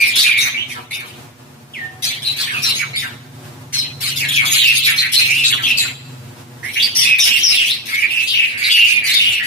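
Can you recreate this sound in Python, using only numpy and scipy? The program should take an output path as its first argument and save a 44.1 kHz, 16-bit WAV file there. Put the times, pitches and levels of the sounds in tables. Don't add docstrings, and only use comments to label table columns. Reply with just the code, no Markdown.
import sys
import numpy as np
from scipy import signal
from scipy.fft import rfft, irfft, next_fast_len
from scipy.io import wavfile
from scipy.ndimage import uniform_filter1d, minimum_filter1d

SR = 44100
rng = np.random.default_rng(int(sys.argv[2]) if len(sys.argv) > 2 else 0)


def invert_db(level):
    return 10 ** (np.asarray(level, dtype=float) / 20)


def materialize(psi):
    bounded = np.clip(np.atleast_2d(psi).T, -1, 1)
    quanta = np.round(bounded * 32767).astype(np.int16)
    wavfile.write(sys.argv[1], SR, quanta)


N = 417186

# [t/s, length/s, start f/Hz, level/dB, harshness 0-1]
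HELD_NOTES = [(0, 0.068, 2407, -11.5, 0), (.176, 0.074, 4230, -19, 0.6), (.237, 0.09, 2472, -16.5, 0.17),
              (.287, 0.1, 2408, -13.5, 0), (.363, 0.044, 2254, -14, 0), (.381, 0.042, 3780, -19, 0.04),
              (.405, 0.045, 6230, -20, 0.1), (.425, 0.069, 2290, -19.5, 0.56),
              (.525, 0.049, 2330, -24.5, 0.36), (.926, 0.033, 3690, -25.5, 0.1),
              (2.021, 0.059, 6080, -28, 0.2), (2.073, 0.035, 3960, -21.5, .9),
              (2.247, 0.076, 4110, -19.5, 0.12), (2.383, 0.044, 4460, -20.5, 0.46),
              (2.644, 0.078, 4100, -18.5, 0.34), (2.76, .039, 6570, -26, 0),
              (2.788, 0.06, 2285, -23.5, 0.3), (2.961, .037, 3710, -20, .1), (3.728, .034, 5900, -23, 0.92),
              (3.737, 0.084, 4200, -19.5, 0.13), (3.773, 0.038, 5220, -25, 0.3),
              (4.025, 0.061, 4230, -26, 0.4), (4.161, 0.057, 7000, -32, 0.5), (4.288, 0.1, 3455, -20, 0.47),
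              (4.454, 0.028, 3430, -21, 0.3), (4.51, 0.04, 6760, -18, 0.2), (4.538, 0.055, 3680, -16, 0.8),
              (4.586, 0.053, 3510, -12, 0.78), (4.825, 0.063, 3834, -15.5, 0.7),
              (4.977, 0.039, 4223, -13.5, 0.25), (5.013, 0.058, 2176, -18.5, 0.72),
              (5.156, 0.036, 4230, -7, 0), (5.198, 0.079, 2607, -14.5, 0.22),
              (5.286, 0.045, 2460, -14, 0.2), (5.318, 0.14, 2758, -15, 0.05),
              (5.434, 0.043, 3910, -15.5, 0.8), (5.448, .035, 7460, -19, 0.05),
              (5.46, 0.029, 6320, -29, .05), (5.523, 0.017, 3287, -7.5, 0.58),
              (5.632, 0.032, 3213, -12.5, 0.18), (5.665, 0.069, 2708, -13, 0.01),
              (5.743, .1, 2630, -27, 0.02), (5.771, 0.067, 7500, -22.5, 0.4),
              (6.753, 0.032, 2270, -19, 0.6), (6.795, 0.024, 3420, -13, 0.55), (6.824, 0.037, 4704, -11, 0),
              (6.874, 0.061, 4560, -32, .03), (6.952, 0.082, 5600, -15, 0.56),
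              (7.01, 0.046, 3520, -20.5, 0), (7.05, 0.11, 2596, -13, 0.08), (7.185, 0.051, 3655, -12, 0.04),
              (7.232, 0.024, 5150, -12, 0.15), (7.271, 0.12, 2875, -16, 0.37),
              (7.469, 0.029, 5250, -9.5, 0.2), (7.515, 0.14, 2766, -17, .11), (7.641, 0.047, 2845, -24, .4),
              (8.02, 0.044, 2370, -12, 0.3), (8.096, 0.14, 2746, -17, 0.22),
              (8.27, 0.044, 4660, -22.5, 0.6), (8.27, 0.071, 3450, -19.5, 0.8),
              (8.5, 0.18, 2272, -25.5, 0.84), (8.608, 0.095, 2296, -18.5, 0.38),
              (8.637, 0.038, 4280, -16, 1), (7.877, .045, 2324, -28, .7), (8.696, 0.041, 3190, -11, 1),
              (8.71, 0.056, 4650, -18, 0), (8.734, 0.12, 2846, -6.5, 0.08), (8.886, 0.11, 2496, -14, .02),
              (9.017, 0.16, 2302, -21, 0.47), (9.149, 0.023, 3635, -10, 0.2),
              (9.305, 0.089, 2760, -16, .35), (9.393, 0.06, 1944, -24, 0.34)]
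# [t/s, length/s, start f/Hz, end f/Hz, level/dB]
SLIDES = [(0.133, 0.094, 3383, 3824, -16), (0.171, 0.046, 3466, 5520, -12.5),
          (0.402, 0.027, 3720, 6070, -20), (0.565, 0.067, 2730, 3170, -21), (0.693, .041, 2585, 2004, -29),
          (0.906, 0.028, 2090, 2400, -26), (0.927, 0.083, 2640, 2300, -30), (2.023, .055, 3820, 4300, -26),
          (2.47, .045, 1717, 2490, -27), (2.491, .08, 1906, 1250, -27), (2.219, .03, 3310, 4100, -27),
          (2.628, 0.055, 5720, 5070, -21), (2.73, 0.046, 3200, 2430, -31),
          (2.932, 0.041, 2180, 2383, -23.5), (2.933, 0.039, 4060, 4780, -28.5),
          (4.201, .059, 2810, 1802, -20), (4.361, 0.051, 2666, 2186, -15), (4.863, 0.042, 2387, 2080, -11),
          (5.133, 0.032, 3780, 4200, -16.5), (6.627, 0.079, 1830, 2310, -26.5),
          (6.765, 0.032, 2660, 2910, -15), (7.003, .06, 5200, 3340, -27), (7.177, .023, 2260, 2510, -17),
          (7.196, 0.036, 5860, 5320, -7.5), (7.383, 0.049, 2934, 3160, -20),
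          (7.431, 0.041, 5740, 5300, -12.5), (7.495, 0.059, 5060, 3300, -24.5),
          (7.558, 0.092, 3620, 2500, -16), (7.659, 0.073, 2707, 4420, -17), (8.333, .13, 2906, 2435, -14.5),
          (7.923, 0.098, 2134, 2390, -20), (9.052, 0.05, 4810, 3820, -21), (9.11, 0.045, 4000, 4630, -14.5),
          (9.191, 0.11, 2734, 2986, -12)]
# [t/s, length/s, start f/Hz, end f/Hz, level/dB]
WHISTLES = [(1.734, 0.13, 3610, 1788, -28.5), (2.534, 0.068, 2784, 2450, -20),
            (4.631, 0.1, 3026, 2630, -12.5), (5.772, 0.046, 4990, 3600, -16),
            (6.954, .062, 3000, 1800, -40), (1.8, .3, 762, 750, -47)]
# [t/s, start f/Hz, level/dB]
CLUCKS = [(.25, 2390, -31.5), (.44, 2200, -29.5), (.745, 1790, -29.5), (1.001, 2000, -37.5),
          (2.029, 2210, -38), (2.38, 2000, -33), (2.641, 1990, -30), (2.8, 2298, -26), (3.01, 2516, -26.5),
          (3.723, 2300, -35.5), (3.999, 2200, -41), (4.399, 2252, -23), (4.87, 2670, -25.5),
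          (5.5, 2570, -25.5), (5.569, 2450, -26), (5.819, 2375, -30.5), (7.241, 2657, -33.5),
          (7.871, 2540, -33.5)]
# [t/s, left minus right level/dB]
SCUFFLE_PLACE = [(0, 0), (1.7, 1), (2.2, .5), (4, .5), (7, -1.5), (8, -1.5), (8.8, -4), (9.46, 3.5)]
# [t/s, hold/s, level/dB]
RASP_BURSTS = [(0, .02, -23.5), (0.051, 0.035, -25), (0.151, 0.076, -17), (0.369, 0.064, -24),
               (0.679, 0.035, -36.5), (0.904, 0.05, -33.5), (1.053, 0.025, -42.5), (1.724, 0.024, -51),
               (2.021, 0.051, -24), (2.217, 0.055, -29.5), (2.361, 0.067, -24.5), (2.51, 0.14, -35),
               (2.618, 0.062, -23.5), (2.742, 0.032, -28), (2.954, 0.044, -29), (3.724, 0.034, -25.5),
               (4.003, 0.076, -24), (4.157, 0.032, -22.5), (4.279, 0.087, -25), (4.444, 0.08, -22.5),
               (4.513, 0.061, -18), (4.631, 0.045, -21.5), (4.736, 0.025, -19), (4.83, 0.05, -20),
               (4.955, 0.032, -22.5), (5.116, 0.067, -17), (5.238, 0.15, -28), (5.432, 0.053, -21.5),
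               (5.618, 0.071, -27.5), (5.768, 0.037, -23), (6.631, 0.072, -37.5), (6.728, 0.11, -29.5),
               (6.803, 0.025, -29.5), (6.947, .08, -19.5), (7.182, 0.062, -17.5), (7.254, 0.016, -19.5),
               (7.325, .08, -24.5), (7.45, 0.052, -31), (7.484, 0.038, -21), (7.6, 0.066, -30),
               (7.645, 0.039, -26.5), (7.85, 0.15, -31), (8.103, 0.16, -32.5), (8.268, 0.037, -28.5),
               (8.323, 0.16, -36.5), (8.572, 0.18, -30), (8.705, 0.042, -18.5), (8.8, 0.034, -25),
               (8.862, 0.031, -23), (9.036, 0.055, -22), (9.132, 0.018, -23), (9.206, 0.13, -31),
               (9.424, .03, -33.5)]
# [f/Hz, relative level/dB]
THROAT_RESPONSE = [(1600, -30), (2300, 6), (3200, 8), (4300, 2), (5400, -34.5)]
# [f/Hz, relative level/dB per Hz]
BEAK_SPECTRUM = [(1000, -18), (2500, 0.5), (4500, 4.5), (7500, -4), (10000, 0), (15500, -9)]
# [t/s, firing rate f/Hz]
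ENGINE_SPEED = [(0, 21.3), (1.2, 21.3), (1.35, 23.8), (3.4, 23.5), (3.95, 23.1), (5.45, 22.1), (5.95, 21.6),
                (6.45, 20.9), (7.5, 19.4)]
# [t/s, level/dB]
ENGINE_LEVEL = [(0.0, -54), (0.5, -54), (1.0, -57), (4.42, -36), (4.58, -44.5), (6.3, -42), (7.35, -59),
                (9.46, -58)]
# [multiple of the firing rate, relative level/dB]
EXHAUST_HARMONICS = [(4, -11), (5, -5.5), (6, 1), (7, -4), (10, -35), (11, -14.5), (12, -11)]
# [f/Hz, relative level/dB per Hz]
MURMUR_SPECTRUM = [(24, -100), (40, -18.5), (123, -5), (189, -12), (248, -10), (476, -17), (539, -18),
                   (846, -17.5), (1930, -24), (15800, -36)]
# [t/s, level/dB]
MURMUR_LEVEL = [(0, -42), (2, -44), (3.6, -40.5), (4.8, -46.5), (5.5, -40.5), (6.9, -43.5), (7.5, -46),
                (9.46, -45.5)]
# [f/Hz, left-right likeness 0-1]
MURMUR_LIKENESS = [(100, 0.91), (300, 0.88), (600, 0.31), (1200, 0.03)]


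def rms_one(x):
    return x / np.sqrt(np.mean(np.abs(x) ** 2) + 1e-20)


def in_time(rows):
    s, *columns = np.transpose(rows)
    return [np.interp(np.arange(N) / SR, s, column) for column in columns]


def at_hz(points, hz):
    point_hz, level_db = np.array(points)[:, 0], np.array(points)[:, 1]
    return np.interp(np.log(np.maximum(hz, 1)), np.log(point_hz), level_db)


def wobble(rate_hz, shape=None):
    r = np.exp(-2 * np.pi * rate_hz / SR)
    return rms_one(signal.lfilter([1], [1, -2 * r, r * r], rng.standard_normal(shape or N)))


def coloured(x, gain):
    return irfft(rfft(x) * gain, N)


def late(x, seconds):
    size = next_fast_len(N + 1024)
    hz = np.arange(size // 2 + 1) * SR / size
    return irfft(rfft(x, size) * np.exp(-2j * np.pi * hz * seconds), size)[..., :N]


def calls():
    sag_per_s = .35
    held = [(s, length, hz, hz * (1 - sag_per_s * length), db, harsh, 0)
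            for s, length, hz, db, harsh in HELD_NOTES]
    slides = [(*row, 0.26, 0) for row in SLIDES]   # harshness, fall time/s
    whistles = [(*row, 0.026, .024) for row in WHISTLES]
    cluck_s, cluck_drop, cluck_harsh = .05, .5, 0.44
    clucks = [(s, cluck_s, hz, hz * cluck_drop, db, cluck_harsh, 0) for s, hz, db in CLUCKS]
    return held + slides + whistles + clucks


def modulation_band(width_hz):
    steep = signal.butter(4, width_hz, fs=SR, output="sos")
    return rms_one(np.array([1, 1j]) @ signal.sosfilt(steep, rng.standard_normal((2, N))))


def squawks(flutter_hz, chaos_hz, jitter, overtone_db, attack_s, release_s):
    effort_from_db, effort_harsh_per_db = -26, .014
    flutter, chaos = modulation_band(flutter_hz), modulation_band(chaos_hz)
    waver, heard = wobble(55.0), np.zeros((2, N + 64))
    rows, (place_db,) = calls(), in_time(SCUFFLE_PLACE)
    tumble = rng.standard_normal((len(rows), 2))
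    for row, (s, length, start_hz, end_hz, level_db, harsh, fall_s) in enumerate(rows):
        first = max(int(s * SR), 0)
        t = np.arange(min(int((length + 4 * release_s) * SR), N - first)) / SR
        own = (first + np.arange(len(t)) + row * 7919) % N

        way = 1 - np.exp(-t / fall_s) if fall_s else np.minimum(t / length, 1 + harsh)
        hz = start_hz * (end_hz / start_hz) ** way
        phase = 2 * np.pi * np.cumsum(hz * (1 + jitter * waver[own])) / SR

        effort = max(level_db - effort_from_db, 0) * effort_harsh_per_db
        harsh = np.clip(harsh + effort, 0, 1)
        clear, rough = (1 - harsh) ** 2, 2 * harsh * (1 - harsh)
        swing = np.sqrt(clear) + np.sqrt(rough) * flutter[own] + harsh * chaos[own]
        tone = np.real(swing * (np.exp(1j * phase) + invert_db(overtone_db) * np.exp(2j * phase)))

        release = np.exp(-np.maximum(t - length + release_s, 0) / release_s)
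        note = invert_db(level_db) * np.minimum(t / attack_s, 1) * release * tone

        low = start_hz + end_hz < 6400
        lag = int(np.clip((20 if low else 2) + 4 * tumble[row, 0], -30, 30))
        pan_db = (-.6 if low else .8) + place_db[first] / 2 + 2.2 * tumble[row, 1]
        heard[0, first + max(-lag, 0):][:len(t)] += invert_db(pan_db) * note
        heard[1, first + max(lag, 0):][:len(t)] += invert_db(-pan_db) * note
    return heard[:, :N]


def rasp_bursts():
    attack_s, release_s = 0.0079, 0.046
    t, power = np.arange(N) / SR, 0
    for s, hold, level_db in RASP_BURSTS:
        since = t - s
        release = np.exp(-np.maximum(since - attack_s - hold, 0) / release_s)
        envelope = np.clip(since / attack_s, 0, 1) * release
        power = power + (invert_db(level_db) * envelope) ** 2
    return np.sqrt(power)


def rasp(spectrum, gain, patchy_db, alike):
    slaps = rng.standard_normal((3, N)) * invert_db(2.6 * wobble(103.0))
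    shared = np.sqrt(np.clip(alike, 0, 1)) * slaps[0]
    slaps = shared + np.sqrt(np.clip(1 - alike, 0, 1)) * slaps[1:]
    hz, _, cells = signal.stft(slaps, SR, nperseg=512)
    patches = uniform_filter1d(rng.standard_normal(cells.shape[1:]), size=3, axis=0)
    patches = uniform_filter1d(patches, size=6, axis=1)
    patches = np.minimum(rms_one(patches), .6)
    cells *= invert_db(at_hz(spectrum, hz)[:, None] + patchy_db * patches)
    return gain * rms_one(signal.istft(cells, SR, nperseg=512)[1][:, :N])


def commotion(notes, bursts):
    over_rasp_db, over_squawk_db, linger_s = -2, -16.5, .04
    r = np.exp(-2 / (linger_s * SR))
    squawk_power = np.mean((invert_db(over_squawk_db) * notes) ** 2, axis=0)
    drive = (invert_db(over_rasp_db) * bursts) ** 2 + squawk_power
    return np.sqrt(signal.lfilter([(1 - r) ** 2], [1, -2 * r, r * r], drive + 1e-18))


def chatter(gain, glide, jitter, count):
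    heard, waver = np.zeros((2, N + 4096)), wobble(300.0, N + 4096)
    lowest_hz, highest_hz = THROAT_RESPONSE[0][0], THROAT_RESPONSE[-1][0]
    for when, pitch, fall, span, side in rng.random((count, 5)):
        first = int(when * N)
        t = np.linspace(0, 1, int((0.01527 + 0.04056 * span) * SR))
        start_hz = lowest_hz * (highest_hz / lowest_hz) ** pitch
        hz = start_hz * np.exp(glide * (.35 - fall) * t) * (1 + jitter * waver[first:first + len(t)])
        tone = np.sin(2 * np.pi * np.cumsum(hz) / SR)
        chirp = invert_db(at_hz(THROAT_RESPONSE, start_hz)) * np.sin(np.pi * t) * tone
        heard[0, first:first + len(t)] += chirp
        heard[1, first + int(40 * side):][:len(t)] += chirp
    return gain * rms_one(heard[:, :N])


def yard(x):
    near_t60_s, far_t60_s, far_db = 0.31, 1.15, -18.5
    t = np.arange(int(.6 * SR)) / SR
    decay = np.hypot(invert_db(-60 * t / near_t60_s), invert_db(far_db - 60 * t / far_t60_s))
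    tail = rng.standard_normal((2, len(t))) * decay * (t > .002)
    tail = signal.lfilter([1], [1, -.3], tail)
    tail /= np.sqrt(np.sum(tail ** 2, axis=1, keepdims=True))
    return invert_db(-5) * signal.fftconvolve(x[None], tail, axes=1)[:, :N]


def engines():
    speed_hz = in_time(ENGINE_SPEED)[0] * (1 + 0.01212 * wobble(2.92))
    turn = 2 * np.pi * np.cumsum(speed_hz) / SR
    throb = np.zeros(N)
    for multiple, level_db in EXHAUST_HARMONICS:
        swell_db = 2.0 * wobble(1.5)
        phase = rng.uniform(0, 2 * np.pi)
        throb += invert_db(level_db + swell_db) * np.sin(round(multiple) * turn + phase)
    return invert_db(in_time(ENGINE_LEVEL)[0]) * rms_one(throb)


def murmur():
    hz = np.fft.rfftfreq(N, 1 / SR)
    alike = np.clip(at_hz(MURMUR_LIKENESS, hz), 0, 1)
    gain = invert_db(at_hz(MURMUR_SPECTRUM, hz))
    mid, side = rng.standard_normal((2, N))
    mid = coloured(mid, gain * np.sqrt(1 + alike))
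    side = coloured(side, gain * np.sqrt(1 - alike))
    both = mid + side * [[1], [-1]]
    return invert_db(in_time(MURMUR_LEVEL)[0] + 2.05 * wobble(6.8)) * rms_one(both)


def scene():
    notes = squawks(flutter_hz=233, chaos_hz=537, jitter=0.0069, overtone_db=-27.0,
                    attack_s=0.0043, release_s=0.014)
    bursts = rasp_bursts()
    crowd = chatter(commotion(notes, bursts), glide=0.4414, jitter=0.0561, count=3500)
    rasping = rasp(BEAK_SPECTRUM, bursts, patchy_db=61.0, alike=0.043) * invert_db([[.9], [-.9]])
    hoarse = crowd + rasping
    echo = yard(notes[0] + invert_db(-20.0) * hoarse[0])
    return notes + hoarse + echo + engines() + murmur()


def limiter(x, top):
    gain = np.minimum(1, top / (np.max(np.abs(x), axis=0) + 1e-9))
    return x * uniform_filter1d(minimum_filter1d(gain, size=400), size=200)


def low_pass(x):
    return signal.sosfilt(signal.butter(12, 16210, fs=SR, output="sos"), x)


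def record(dry):
    doubling_s, doubling_db = 365.75 / 44100, 0
    x = signal.sosfilt(signal.butter(2, 80, "high", fs=SR, output="sos"), dry)
    x = limiter(x + invert_db(doubling_db) * late(x, doubling_s), top=.96)
    x = signal.sosfilt(signal.cheby2(14, 70, 16200, fs=SR, output="sos"), x)
    return low_pass(x)


dry = scene()
out = record(dry)
materialize(out)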